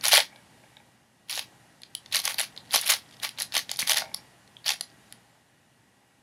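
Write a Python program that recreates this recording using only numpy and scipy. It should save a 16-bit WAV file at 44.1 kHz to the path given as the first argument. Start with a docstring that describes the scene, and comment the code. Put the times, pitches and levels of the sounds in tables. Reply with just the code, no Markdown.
"""A plastic puzzle cube is turned fast by hand at a desk in a small quiet room, for about six seconds.
It opens with a strong burst of snaps over a rattle of small contacts, then an arm drags over the mat.
A short burst comes at 1.3 s and denser ones from 2.1 to 4 s, with bumps on the desk; at 3.8 s a hollow
thing is knocked and rocks. A last burst at 4.7 s and faint finger shifts leave room noise and mains hum.
Contacts are tiny noise flurries sent through damped modes; the desk and walls throw the sound back."""
import sys
import numpy as np
from scipy import signal
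from scipy.fft import rfft, irfft
from scipy.io import wavfile
from scipy.ndimage import uniform_filter1d

SR = 44100
rng = np.random.default_rng(int(sys.argv[2]) if len(sys.argv) > 2 else 0)


def persist_wave(psi):
    """Save psi, clipped to +-1, as 16-bit WAV."""
    counts = np.round(np.clip(psi, -1, 1) * 32767).astype(np.int16)
    wavfile.write(sys.argv[1], SR, np.atleast_2d(counts).T)


N = 274302
HZ = np.fft.rfftfreq(2048, 1 / SR)  # the frequencies of every 2048-sample spectrum

# Damped modes of the cube's hollow body. Each row: pitch in Hz, width in Hz, relative level in dB.
BODY_MODES = [(630, 270, 2), (816, 490, 3), (1104, 350, -0.5), (1420, 540, -1.5), (1843, 910, 0.5)]
# The microphone's treble colour, put on the sharp edges. Each row: frequency in Hz, gain in dB.
MIC_COLOUR = [(6500, 3), (8200, -7.5), (9600, 2.5), (11200, 0.5), (12500, -9.5), (13900, 0), (15500, -11.5)]
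# Turns of a layer. Each row: start of full force in seconds, time held in seconds, rattle level in dB,
# hollow body against it in dB, sharp edge against it in dB.
LAYER_TURNS = [(.04, .055, -28.5, -10, -4), (0.121, 0.052, -19.5, -9.5, -7.5), (1.298, 0.094, -36, -14, -6),
               (2.127, 0.012, -36.5, -22, -10.5), (2.145, 0.022, -28, -25.5, -9),
               (2.246, 0.056, -33, -8.5, -3), (2.388, 0.023, -30, -14, -7), (2.71, 0.016, -42, -13.5, -10),
               (2.738, 0.027, -23.5, -27, -4), (2.815, .03, -41.5, -8.5, -14),
               (2.864, 0.024, -30.5, -28, -2), (2.895, 0.017, -22, -11, -3),
               (3.232, 0.018, -34.5, -5.5, -6), (3.389, .025, -37.5, -16, -12),
               (3.526, .015, -42, -13, -17.5), (3.545, .03, -29.5, -15.5, -7.5),
               (3.7, 0.023, -41.5, -17, -13), (3.795, 0.012, -30, -32, -3),
               (3.875, 0.0068, -29.5, -17.5, -5.5), (3.893, 0.015, -24.5, -16, -0.5),
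               (3.965, 0.012, -26.5, -9.5, -8.5), (4.662, 0.051, -33, -8.5, -7)]
TURN_RISE_DB_PER_S, TURN_FALL_DB_PER_S = 1500.5, 401.5


def gain_of(db):
    """Turns decibels into a factor."""
    return 10 ** (np.asarray(db) / 20)


def evened(x):
    """Scales a sound to rms 1."""
    return x / np.sqrt(np.mean(x ** 2) + 1e-20)


def read(points, hz):
    """Reads a curve of (Hz, value) points on a log-frequency axis."""
    f, value = np.transpose(points)
    return np.interp(np.log(hz + 1), np.log(f + 1), value)


def add(mix, s, sound):
    """Mixes a sound in at a time in seconds."""
    part = mix[round(s * SR):][:len(sound)]
    part += sound[:len(part)]


def swell(t, start, hold, db, rise, fall):
    """Level in dB that climbs, holds and sinks at steady rates (dB per s)."""
    before = np.maximum(start - t, 0)
    after = np.maximum(t - start - hold, 0)
    return db - rise * before - fall * after


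def mode(hz, width):
    """Spectrum of one damped mode, gain 1 at its centre; a wider mode dies sooner."""
    return 1j * HZ * width / (hz ** 2 - HZ ** 2 + 1j * HZ * width)


def modes(table, lowest_hz=500):
    """Spectrum of a set of modes; a small body sends out little below its lowest mode."""
    small = (1j * HZ / lowest_hz / (1 + 1j * HZ / lowest_hz)) ** 4
    return small * sum(gain_of(db) * mode(hz, width) ** 2 for hz, width, db in table)


def nearby(count):
    """Rows of spectra: the direct sound plus echoes off hands, desk and chest, drawn anew for each row."""
    # Each row: shortest delay in seconds, longest delay in seconds, echo level in dB.
    near_echoes = [(.0006, .0015, -8), (.0016, .0028, -11), (.003, .005, -16), (.005, .008, -21)]
    short, long, db = np.array(near_echoes).T
    delay = short + (long - short) * rng.random((count, len(db)))
    echoes = gain_of(db)[:, None] * np.exp(-2j * np.pi * HZ * delay[..., None])
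    return 1 + echoes.sum(axis=1)


def chatter(count, rise, t60):
    """A contact is a quick flurry of tiny blows, heard with its near echoes (rows of spectra)."""
    t = np.arange(500) / SR
    envelope = (1 - np.exp(-t / rise)) ** 2 * gain_of(-60 * t / t60)
    flurry = rng.standard_normal((count, len(t))) * envelope
    return rfft(flurry, 2048) * nearby(count)


def strike(colour, blows):
    """Sends rows of contact spectra through a colour; rms 1 over the first 2.5 ms."""
    sound = irfft(blows * colour)[:, :1200]
    return sound / np.sqrt(np.mean(sound[:, :110] ** 2, axis=1, keepdims=True))


def clicks(rows, edge_width_hz=4400):
    """Each snap sounds the piece, the hollow body and the sharp edge in its own shares."""
    s, db, body_db, edge_db, hz = np.array(rows).T[..., None]
    # the body and edge shares set how wide the piece's modes spread (Hz, then Hz per dB of each share)
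    spread = np.maximum(2900 + 39 * body_db + 53 * edge_db, 500)
    # the edge has one pitch, a little off at each snap
    edge_hz = 10730 * np.exp(0.045 * rng.standard_normal(s.shape))
    blows = chatter(count=len(s), rise=.0003, t60=.0034)

    neighbours = gain_of(-24.0) * mode(2000, 1200) ** 2
    piece = strike(mode(hz, 1.5 * spread) ** 3 + neighbours, blows)
    body = strike(modes(BODY_MODES), blows)
    edge = strike(mode(edge_hz, edge_width_hz) ** 3 * gain_of(read(MIC_COLOUR, HZ)), blows)
    sound = piece + gain_of(body_db) * body + gain_of(edge_db) * edge

    out = np.zeros(N)
    for at, one in zip(s[:, 0], gain_of(db) * sound):
        add(out, at, one)
    return out


def small_ticks(pitch_off=0.08, share_off_db=5.0):
    """Rows like the snaps, drawn by chance: ten follow the force of each turn, nine fall in each regrip."""
    # Fingers regrip and the pieces shift faintly. 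Each row: start in seconds, length in seconds, level in dB.
    finger_shifts = [(2.517, .18, -55.5), (2.992, 0.17, -55.5), (3.101, 0.1, -51.5), (3.308, 0.067, -62),
                     (4.759, .16, -60), (5.071, 0.066, -63.5)]
    tick_db, tick_spread_db, lead_s, trail_s = -1.4, 3, .008, .05
    loose_body_db, loose_edge_db, loose_hz, regrip_dull_db = -9, -8, 3900, -8

    start, hold, db = np.array(LAYER_TURNS).T[:3, :, None]
    t = start - lead_s + (lead_s + hold + trail_s) * rng.random((len(LAYER_TURNS), 10))
    level = swell(t, start, hold, db + tick_db, TURN_RISE_DB_PER_S, TURN_FALL_DB_PER_S)

    start, length, db = np.array(finger_shifts).T[..., None]
    shift = start + length * rng.random((len(finger_shifts), 9))
    edge_db = loose_edge_db + np.append(0 * t, regrip_dull_db + 0 * shift)  # regrips are duller

    t, level = np.append(t, shift), np.append(level, db + 0 * shift)
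    a, b, c, d = rng.standard_normal((len(t), 4)).T
    return np.transpose([np.maximum(t, 0),
                         level + tick_spread_db * a,
                         loose_body_db + share_off_db * b,
                         edge_db + share_off_db * c,
                         loose_hz * np.exp(pitch_off * d)])


def rattle(per_s=1200, spread_db=3.5, pitch_hz=3700, width_hz=3200, edge_hz=10500, edge_width_hz=6000,
           detune=0.37):
    """Many small contacts of uneven size on two dozen pieces, under the force of the turn."""
    t = np.arange(N) / SR
    force = np.zeros((3, N))  # for the pieces, the body and the edges
    for start, hold, db, body_db, edge_db in LAYER_TURNS:
        level = gain_of(swell(t, start, hold, db, TURN_RISE_DB_PER_S, TURN_FALL_DB_PER_S))
        force = np.maximum(force, level * gain_of([[0], [body_db], [edge_db]]))

    size = gain_of(spread_db * np.minimum(rng.exponential(1, N), 4))
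    size = size * (rng.random(N) < per_s / SR)  # contacts fall at random moments
    piece = rng.integers(0, 24, N)
    blows = chatter(count=24, rise=.0002, t60=.002)
    pitch = pitch_hz * np.exp(detune * rng.standard_normal((24, 1)))
    edge = mode(edge_hz * np.sqrt(pitch / pitch_hz), edge_width_hz) ** 2 * gain_of(read(MIC_COLOUR, HZ))

    out = np.zeros(N)
    for colour, level in zip((mode(pitch, width_hz) ** 2, modes(BODY_MODES), edge), force):
        hits = np.zeros(N)
        for k, one in enumerate(strike(colour, blows)):
            hits += signal.oaconvolve(size * (piece == k), one)[:N]
        out += uniform_filter1d(level, size=130) * evened(hits)
    return out


def thumps():
    """A palm or wrist bumps the desk: a low dull push, a fading sine with a soft start."""
    # Each row: start in seconds, level in dB before the soft start, pitch in Hz, time to fade 60 dB in seconds.
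    desk_bumps = [(0.144, -36.5, 380, 0.084), (2.747, -38, 264, 0.063), (3.566, -38, 268, 0.045),
                  (3.8276, -21.5, 199, 0.016)]
    out, t = np.zeros(N), np.arange(6000) / SR
    for s, db, hz, t60 in desk_bumps:
        soft_start = (1 - np.exp(-t / .002)) ** 2
        add(out, s, gain_of(db - 60 * t / t60) * soft_start * np.sin(2 * np.pi * hz * t))
    return out


def nudges():
    """A hollow thing on the desk is knocked, then rocks to rest, ringing the same modes at each nudge."""
    # Each row: pitch in Hz, relative level in dB, time to fade 60 dB in seconds.
    hollow_modes = [(650, 0, .09), (790, 0, .09), (890, -4, .07), (1740, -4, .05), (2170, -4, .045),
                    (2235, 0, .07), (2310, -4, .045)]
    knock, rock = (3.826, -56, -35), (3.92, -41, -43)  # start in s, low modes in dB, high modes in dB
    gap_s, steady_s, low_fall_db_per_s, high_fall_db_per_s = .0175, .13, 200, 55

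    out, t = np.zeros(N), np.arange(6000) / SR
    hz, db, t60 = np.array(hollow_modes).T[..., None]
    late = gap_s * (np.arange(11) + rng.uniform(-.2, .2, 11))  # uneven rocking
    rocks = np.transpose([rock[0] + late,
                          swell(late, 0, steady_s, rock[1], 0, low_fall_db_per_s),
                          rock[2] - high_fall_db_per_s * late])
    soft_start = 1 - np.exp(-t / 0.00065)
    for (s, low_db, high_db), (phase, off) in zip([knock, *rocks], rng.random((12, 2, len(hz), 1))):
        level = gain_of(np.where(hz < 1200, low_db, high_db) + db - 60 * t / t60)
        pitch = hz * (1 + 0.027 * (off - .5))  # a little off at each nudge
        ringing = level * np.sin(2 * np.pi * pitch * t + phase)
        add(out, s, ringing.sum(axis=0) * soft_start)
    return out


def drag(per_s=400):
    """A forearm drags lightly over the desk mat: cloth catches and slips in small uneven jerks."""
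    # Each row: start in seconds, time held in seconds, level in dB.
    arm_drags = [(.33, .01, -55.5), (.56, .25, -67), (1.55, 0.052, -72), (4.12, 0.065, -61.5)]
    # What the drag sounds through. Each row: pitch in Hz, width in Hz, relative level in dB.
    mat_modes = [(584, 130, 1), (840, 110, 0.5), (1660, 140, -8.5), (2270, 220, -7.5)]
    rise_db_per_s, fall_db_per_s = 300, 166

    slips = rng.standard_normal(N) * rng.exponential(1, N) * (rng.random(N) < per_s / SR)
    t = np.arange(N) / SR
    level = sum(gain_of(swell(t, *row, rise_db_per_s, fall_db_per_s)) for row in arm_drags)
    return level * evened(signal.oaconvolve(slips, irfft(modes(mat_modes)))[:N])


def room(x):
    """The walls answer after a gap with a noise tail, each band dying at its own speed."""
    # Each row: frequency in Hz, time to fade 60 dB in seconds.
    wall_fades = [(300, 0.15), (800, 0.12), (2100, 0.13), (5500, 0.16), (12000, 0.11)]
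    room_db, late_db, late_t60 = -13.5, -29.5, 0.4  # whole tail; start of the slow part before scaling; s

    hz, t, z = signal.stft(rng.standard_normal(SR), SR, nperseg=256)
    fade = gain_of(-60 * t / read(wall_fades, hz)[:, None])
    # the house beyond: slower and duller
    fade = fade + gain_of(late_db - 60 * t / late_t60) / (1 + (hz[:, None] / 2500) ** 2)
    tail = signal.istft(z * fade, SR, nperseg=256)[1][:SR]
    tail *= np.clip((np.arange(SR) / SR - .005) / .016, 0, 1)  # silent for 5 ms, then fades in over 16 ms
    tail *= gain_of(room_db) / np.linalg.norm(tail)
    return x + signal.fftconvolve(x, tail)[:N]


def background():
    """Room noise with soft patches in time and pitch, and hum lines that waver in level."""
    # Colour of the room noise. Each row: frequency in Hz, relative level in dB per Hz.
    air_colour = [(18, -48.5), (30, -18.5), (125, 0.5), (242, -1), (443, -9), (835, -6), (1210, -12.5),
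                  (1890, -9), (2050, -12.5), (5160, -18.5), (8760, -20.5), (10300, -19), (11700, -26.5),
                  (13700, -26.5), (16500, -61.5)]
    # Each row: pitch in Hz, level in dB rms at the end of the scene.
    hum_lines = [(118.4, -76.5), (807.5, -81.5), (1922, -79.5), (2762, -89), (2880, -84), (2998, -99.5)]
    # The background rises after bursts and sinks in pauses. Each row: time in seconds, noise level in dB.
    noise_level = [(0, -54), (.3, -57), (.66, -58), (0.848, -60), (1.1, -64), (1.3, -62.5), (1.45, -56.5),
                   (1.85, -60.5), (2.15, -56.5), (2.5, -55.5), (3.0, -56), (3.6, -55.5), (4.15, -54.5),
                   (4.45, -59), (5.06, -57.5), (5.472, -63.5), (6.22, -64)]

    frames, t = N // 512 + 5, np.arange(N) / SR
    a, b, patches = rng.standard_normal((frames, 1025, 3)).T
    patches = uniform_filter1d(patches, size=20, axis=0)  # smooth in pitch
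    patches = evened(uniform_filter1d(patches, size=8, axis=1))  # smooth in time
    z = (a + 1j * b) * gain_of(read(air_colour, HZ)[:, None] + 0.72 * patches)
    air = evened(signal.istft(z, nperseg=2048, noverlap=1536)[1][:N])

    s, db = np.transpose(noise_level)
    level = gain_of(np.interp(t, s, db))
    hum = np.zeros(N)
    for f, d in hum_lines:
        waver = evened(uniform_filter1d(rng.standard_normal(N), size=4000))
        hum += gain_of(d + 0.58 * waver) * np.sqrt(2) * np.sin(2 * np.pi * f * t)
    return level * (air + hum / level[-1])  # the hum follows the noise level too


def scene():
    """The cube and the desk sounds in the room, over the background."""
    # The clearest snaps. Each row: start in seconds, level of the piece in dB rms over its first 2.5 ms,
    # hollow body against it in dB, sharp edge against it in dB, pitch of the piece in Hz.
    clear_snaps = [(.0104, -37.5, -15, -12.5, 4300), (.0362, -40, -12, -1, 3780),
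                   (.0458, -31, -8, 0.5, 3600), (.0539, -18, -8.5, -8, 4040), (.0646, -22, -4, -5.5, 4040),
                   (.073, -30, -6, -2, 4000), (.0824, -23, -12.5, 6.5, 4700), (.0918, -31, -21, 4, 5100),
                   (.1144, -23, -8, -7, 3230), (.1223, -17, -8, -13, 2800), (.1319, -17.5, 2.5, -1, 3470),
                   (.1387, -11.5, -11, -6, 3900), (.1515, -18.5, -11, 2.5, 4170),
                   (.1609, -16, -9, -9, 5100), (.17, -31, -10, -11.5, 3540), (.1778, -13, -1, -10, 3360),
                   (.1862, -33, -15.5, -10, 3430), (.202, -18.5, -15, -14.5, 3980),
                   (.2056, -26.5, 0.5, -8.5, 3300), (.3601, -48.5, -13, -15, 3500),
                   (.7683, -44.5, -17, -23, 3630), (1.2953, -35, -23, -4, 4100),
                   (1.3072, -35, -13, 1, 4570), (1.3117, -29.5, -22.5, -2, 3600),
                   (1.3274, -28, -16, -14.5, 3700), (1.3548, -31, -18, -3, 4400),
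                   (1.3672, -35, -8, -2, 3800), (1.376, -27.5, -1, -16, 3300),
                   (1.3927, -24.5, -10, -8.5, 3200), (1.8185, -47.5, -10, -2, 3420),
                   (1.8338, -37, -19, -18, 4040), (1.9504, -27.5, -37, -1, 3440),
                   (2.0604, -40.5, -8, -17, 4180), (2.1136, -46, -3, -18, 3980),
                   (2.1247, -26.5, -26, -12, 3660), (2.1466, -20, -12, -6.5, 4000),
                   (2.1524, -27, -19, -10, 4160), (2.1568, -24.5, -11, 3, 4660),
                   (2.1663, -19, -11.5, -7, 4460), (2.1775, -33, -37, -1, 4100),
                   (2.191, -27, -12, -3, 3400), (2.2001, -29, -17, -3, 4100), (2.2176, -39, -17, -2, 4300),
                   (2.2409, -35, -8, -1, 4300), (2.2533, -23, -15, -0.5, 4350),
                   (2.2766, -24.5, 3.5, -7, 3200), (2.3006, -37, -17, -20, 4240),
                   (2.343, -31.5, -8, -3, 3900), (2.3833, -25.5, -15, -5.5, 3470),
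                   (2.3889, -28, -15, -13, 3320), (2.3959, -24, -1.5, 2.5, 4100),
                   (2.4036, -24, -1.5, -3, 3100), (2.4129, -30, -16, 7, 4200),
                   (2.5637, -44.5, -4, -16, 3200), (2.5756, -32.5, -21, -21, 3930),
                   (2.7085, -32.5, -24, -16, 3440), (2.7155, -40, -17, -5, 3600),
                   (2.7329, -39, -11, 2, 3300), (2.7405, -26, -21, 0, 3700),
                   (2.7479, -16.5, -12.5, -6.5, 3640), (2.7589, -20, -1.5, 0.5, 3760),
                   (2.7783, -25, -9, -10, 3770), (2.8129, -37, -19, 11, 5500), (2.8188, -37, -10, 3, 3900),
                   (2.8333, -34, -20, -13, 3230), (2.8621, -37, -10.5, 4.5, 4580),
                   (2.875, -31, -18, 4, 4400), (2.8809, -33.5, -11, 3.5, 4400),
                   (2.8925, -26, -14, -4, 4300), (2.9021, -23, -7, -4.5, 3070), (2.9107, -31, -14, 3, 4150),
                   (2.9227, -26, -9.5, -8, 3900), (2.927, -28.5, -10, -3, 3700),
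                   (2.9373, -20, -8, -11, 3900), (3.1996, -41.5, -25, -12, 3600),
                   (3.2314, -34, -13, -4, 3900), (3.2346, -28.5, -9, -6, 3750),
                   (3.2482, -27.5, -2.5, -6, 3040), (3.2912, -32, -26, -6.5, 3900),
                   (3.3757, -40, -11, -29, 3700), (3.3856, -35, -5, -13, 3970),
                   (3.4077, -28.5, -4.5, -15, 4130), (3.4207, -26, -18, 3.5, 4660),
                   (3.429, -30.5, -24, -2, 4300), (3.5221, -32.5, -8, -17, 4000),
                   (3.542, -29, -2, -9.5, 4400), (3.5521, -20.5, -11, -7, 3580),
                   (3.5665, -17.5, -1, -13, 3400), (3.5779, -22.5, -15, -3, 4100),
                   (3.5914, -29.5, 0, -3, 3370), (3.6932, -29, -8.5, -22, 3760),
                   (3.7146, -23.5, -13, -5.5, 4300), (3.7602, -35, -26, -9, 4400),
                   (3.7706, -40.5, -26, 5, 4300), (3.7904, -24, -9, -8, 4040), (3.796, -26, -30, 2, 6060),
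                   (3.8043, -31, -22, -3, 4230), (3.8187, -32, -7, 3, 3900), (3.8263, -26, -5.5, -33, 2350),
                   (3.8752, -34.5, -23, -3, 3230), (3.8951, -18, -4.5, -6, 4700),
                   (3.9053, -23, -19, -17, 3500), (3.9186, -17, -11, -8.5, 3200),
                   (3.933, -23, -5, -1, 3600), (3.9438, -27, -10.5, -5, 4100), (3.9592, -28, -2, -9, 3500),
                   (3.9659, -32, 2, -8, 3800), (3.9712, -22.5, -16, -2, 3470), (4.0004, -34, 0, -12, 3900),
                   (4.0064, -40, -16, -9, 4300), (4.0201, -35.5, 5, -27, 3250),
                   (4.1411, -35.5, -17, -12, 3700), (4.1447, -24.5, -17, -2.5, 4700),
                   (4.476, -55, -6, -10.5, 3570), (4.5669, -40.5, -31, -31, 3280),
                   (4.6432, -40.5, -21, -25, 4200), (4.6611, -28, -22, -26, 4760),
                   (4.664, -29, -26, -17, 4400), (4.6735, -25.5, -21, -15, 3450),
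                   (4.6802, -19.5, -23.5, -10, 3680), (4.6914, -17.5, -8, -16, 3700),
                   (4.7044, -20.5, -8.5, -10.5, 3030), (4.7194, -24.5, -23, -10, 3900),
                   (4.7352, -36, -15, -2, 4000), (4.7403, -40, 2, -1, 3820),
                   (4.8094, -25.5, -9.5, -1, 3586), (5.1243, -41.5, -6, 3.5, 3140)]
    cube = clicks(clear_snaps) + clicks(small_ticks()) + rattle()
    desk = thumps() + nudges() + drag()
    return (room(cube + desk) + background())[None]


def record(dry):
    """The loudest snaps meet a soft ceiling, deep bass is cut, then the top of the treble."""
    held = 1.3 * np.tanh(dry / 1.3)
    held = signal.sosfilt(signal.butter(2, 45, "high", fs=SR, output="sos"), held)
    band_limit = signal.firwin(511, 15850, window=("kaiser", 9), fs=SR)  # low-pass, edge in Hz
    return signal.oaconvolve(held, band_limit[None], "same")


dry = scene()
out = record(dry)
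persist_wave(out)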